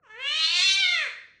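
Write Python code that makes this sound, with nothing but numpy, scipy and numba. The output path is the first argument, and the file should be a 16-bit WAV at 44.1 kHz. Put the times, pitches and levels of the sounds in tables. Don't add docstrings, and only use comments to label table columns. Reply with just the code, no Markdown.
import sys
import numpy as np
from scipy import signal
from scipy.io import wavfile
from scipy.ndimage import uniform_filter1d
from numba import njit

SR = 44100
rng = np.random.default_rng(int(sys.argv[2]) if len(sys.argv) > 2 else 0)


def ratio_of_db(decibels):
    return 10 ** (np.asarray(decibels, float) / 20)


def dump_mix(stems):
    frames = np.atleast_2d(stems).T
    limited = np.clip(frames, -1, 1)
    pcm = np.round(limited * 32767).astype(np.int16)
    wavfile.write(sys.argv[1], SR, pcm)


N = 61739

# time in seconds, level in dB.
LOUDNESS = [(.005, -77.5), (.035, -60.5), (.085, -52), (.105, -45), (.17, -43.5), (.27, -27.5),
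            (.37, -27.5), (.45, -22.5), (.5, -27), (.57, -22.5), (.65, -21.5), (.76, -22), (.9, -23.5),
            (.97, -26), (1.04, -29.5), (1.08, -40.5)]
# time in seconds, pitch in Hz.
PITCH_CURVE = [(.01, 731), (.05, 523.4), (.08, 426.3), (.15, 440.4), (.21, 525), (.28, 575.7),
               (.374, 634.5), (.455, 642), (.516, 688.7), (.547, 692), (.568, 712.8), (.61, 720.3),
               (.626, 767.8), (.81, 786.6), (.85, 725.4), (.93, 705.6), (1.03, 589.3), (1.09, 445.5)]
# time in seconds, half-pitch lines in dB, breath in dB,
# hiss in the bright top in dB.
ROUGHNESS = [(0, -44, -3, 12), (.12, -28, -24, 11.5), (.35, -43, -23, -10), (.39, -0.5, -17, 3),
             (.5, 5.5, -13.5, 17.5), (.6, 0, -10, -4.5), (.645, 16, -25, 7), (.7, -5, -8.5, -19.5),
             (.77, -5.5, -21, -10.5), (.83, -59, -26, -3), (.88, -65, -40, -7), (1.0, -26, -10.5, 12),
             (1.09, -11, -25.5, 3)]


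def rms1(x):
    return x / np.sqrt(np.mean(x ** 2))


def curve(table, column):
    rows = np.array(table, float)
    return np.interp(np.arange(N) / SR, rows[:, 0], rows[:, column])


@njit
def resonate(x, hz, width):
    y = np.empty(len(x))
    b, l = 0., 0.
    for i in range(len(x)):
        g, k = np.tan(np.pi * hz[i] / SR), width / hz[i]
        v = (b + g * (x[i] - l)) / (1 + g * (g + k))
        b, l, y[i] = 2 * v - b, l + 2 * g * v, k * v
    return y


def band(x, hz, width):
    hz = np.clip(hz + np.zeros(len(x)), 10, .45 * SR)
    once = resonate(x, hz, 1. * width)
    return resonate(once, hz, 1. * width)


def walk(rate):
    k = max(int(SR / rate), 2)
    held = np.interp(np.arange(N) // k, np.arange(N), rng.standard_normal(N))
    return rms1(uniform_filter1d(uniform_filter1d(held, k), k))


def hum():
    # frequency in Hz, level in dB per Hz.
    spectrum = [(12, -30), (20, 1), (128, -0.5), (181, -5.5), (246, -8.5), (330, -9.5), (420, 20.5),
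                (550, -37), (920, -120)]
    # time in seconds, swell in dB.
    swell = [(0, 0.5), (.3, 4), (.5, 10), (.58, 9), (.7, 14.5), (.78, 5.5), (1.4, 0)]
    rows = np.array(spectrum, float)
    rumble = 0
    for hz in 30 * 2 ** np.arange(0, 4.2, .5):
        db = np.interp(np.log(hz), np.log(rows[:, 0]), rows[:, 1]) + 0.5 * walk(9.1)
        rumble = rumble + ratio_of_db(db) * band(rng.standard_normal(N), hz, hz / 2)
    return rms1(rumble) * ratio_of_db(-74 + curve(swell, 1))


def room(x):
    # frequency in Hz, time to fall by 60 dB in seconds, level in dB.
    ringing = [(300, 0.99, -3), (648, 0.44, 7), (1200, 0.56, 2.5), (1870, 0.68, -1), (2900, 0.41, 2.5),
               (4000, 0.58, 0), (5470, 0.92, -12), (8600, 0.4, 11.5)]
    gap_s, build_s = 0.0032, 0.004
    t = np.arange(N) / SR
    echo = 0
    for hz, t60, db in ringing:
        echo = echo + ratio_of_db(db - 60 * t / t60) * band(rng.standard_normal(N), hz, 0.91 * hz)
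    echo = echo * (1 - np.exp(-np.clip(t - gap_s, 0, None) / build_s))
    return signal.fftconvolve(x, echo / np.sqrt(np.sum(echo ** 2)))[:N]


def side_treble(voice):
    # frequency in Hz, width in Hz, level in dB.
    side_bands = [(5800, 1000, -16), (7200, 1200, -17), (9800, 800, -20)]
    echo = room(voice)
    return sum(ratio_of_db(db) * band(echo, hz, width) for hz, width, db in side_bands)


def cracks():
    # time in seconds, level in dB.
    breaks = [(.56, -62), (.571, -64), (.574, -62), (.577, -65), (.631, -66), (.665, -63), (.668, -61),
              (.686, -66), (.689, -62), (.692, -65), (.705, -67)]
    ticks = np.zeros(N)
    for s, db in breaks:
        ticks[int(s * SR)] = ratio_of_db(db + 4) * 5
    return band(ticks, 12800, 4000)


def partials(numbers, pair, tilt):
    total = 0
    for k in numbers:
        swell = ratio_of_db(2.5 * walk(14) - tilt * np.log2(k))
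        total = total + swell * np.cos(k * pair + 0.0593 * k * k)
    return total


def folds():
    # time in seconds, pitch jitter in percent.
    strain = [(0, 1.4), (.1, .35), (.3, .3), (.45, .18), (.51, .35), (.58, .2), (.64, .7), (.7, .15),
              (.8, .1), (.95, .25), (1.09, .8)]
    soft_below_db = -38
    soft_tilt = 0.78
    hz = curve(PITCH_CURVE, 1) * (1 + curve(strain, 1) / 100 * walk(120))
    pair = np.pi * np.cumsum(uniform_filter1d(hz, size=100)) / SR
    tilt = soft_tilt * np.clip(soft_below_db - curve(LOUDNESS, 1), 0, None)
    even = partials(range(2, 40, 2), pair, tilt)
    odd = partials(range(1, 40, 2), pair, tilt)
    half = ratio_of_db(curve(ROUGHNESS, 1))
    tone = (even + half * odd) / np.sqrt(10 * (1 + half ** 2))
    shimmer = ratio_of_db(1.2 * walk(45))
    breath = ratio_of_db(-2 * tilt) * rng.standard_normal(N) * (1 + .5 * np.cos(2 * pair))
    return tone * shimmer, breath


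def bright_top(tone, breath, buzz):
    # frequency in Hz, width in Hz, level in dB.
    top_bands = [(5695, 1060, -3), (6660, 910, -9), (7309, 300, -8.5), (8090, 1360, -13.5),
                 (10060, 480, -24.5), (12040, 480, -37)]
    hiss = ratio_of_db(curve(ROUGHNESS, 3))
    rasp = breath * ratio_of_db(3 * walk(50))
    source = (tone + hiss * rasp) / np.hypot(1, hiss)
    top = 0
    for k, (hz, width, db) in enumerate(top_bands):
        top = top + (-1) ** k * ratio_of_db(db) * band(source, hz, width)
    return top - ratio_of_db(9.5) * band(buzz, 4183, 488)


def cat():
    # time in seconds, low resonance in Hz, high resonance in Hz, high against low in dB,
    # bright top in dB, chest in dB.
    mouth = [(0, 1450, 2470, -15, -27, -25.5), (.07, 1430, 2900, 1, -32.5, -23.5),
             (.11, 1690, 3300, -14, -29.5, -24), (.2, 2334, 3410, -17.5, -30.5, -13.5),
             (.3, 2916, 4000, -16, -21.5, -49.5), (.45, 2924, 3900, 2.5, -15, -25.5),
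             (.58, 2530, 3756, 3, -6, -24.5), (.73, 2620, 3930, 9.5, -3, -34.5),
             (.81, 2407, 3667, 4.5, -30.5, -25.5), (.92, 2312, 3404, -1.5, -16.5, -23.5),
             (1.0, 2002, 2960, -14.5, -22, -21.5), (1.09, 1730, 2436, -55, -34.5, -10.5)]
    tone, breath = folds()
    breath_db = np.minimum(curve(ROUGHNESS, 2), -21)
    buzz = tone + ratio_of_db(breath_db) * breath
    low = band(buzz, curve(mouth, 1), 878)
    high = ratio_of_db(curve(mouth, 3)) * band(buzz, curve(mouth, 2), 855)
    top = ratio_of_db(curve(mouth, 4)) * bright_top(tone, breath, buzz)
    chest = ratio_of_db(curve(mouth, 5)) * band(buzz, curve(PITCH_CURVE, 1), 780)
    throat = ratio_of_db(-16.5) * band(buzz, 1450, 1295)
    body = ratio_of_db(-31.5) * band(tone, 384, 52)
    voice = low - high + top + chest - throat + body
    voice = voice / np.sqrt(uniform_filter1d(voice ** 2, size=2000))
    release_s = 0.023
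    past_end = np.arange(N) / SR - LOUDNESS[-1][0]
    fade = np.clip(1 - past_end / release_s, 0, 1) ** 2
    return voice * ratio_of_db(curve(LOUDNESS, 1)) * fade


def scene():
    voice = cat()
    heard = ratio_of_db(-0.5) * (voice + ratio_of_db(-2) * room(voice))
    heard = heard - 0.27 * resonate(heard, np.full(N, 796.), 67.)
    side = side_treble(voice)
    port = signal.butter(6, 10200, fs=SR, output="sos")
    middle = signal.sosfilt(port, heard) + cracks() + hum()
    return middle + side * np.array([[1], [-1]])


def roll_off(x):
    return signal.sosfilt(signal.butter(12, 15560, fs=SR, output="sos"), x)


def record(dry):
    return roll_off(dry)


dry = scene()
out = record(dry)
dump_mix(out)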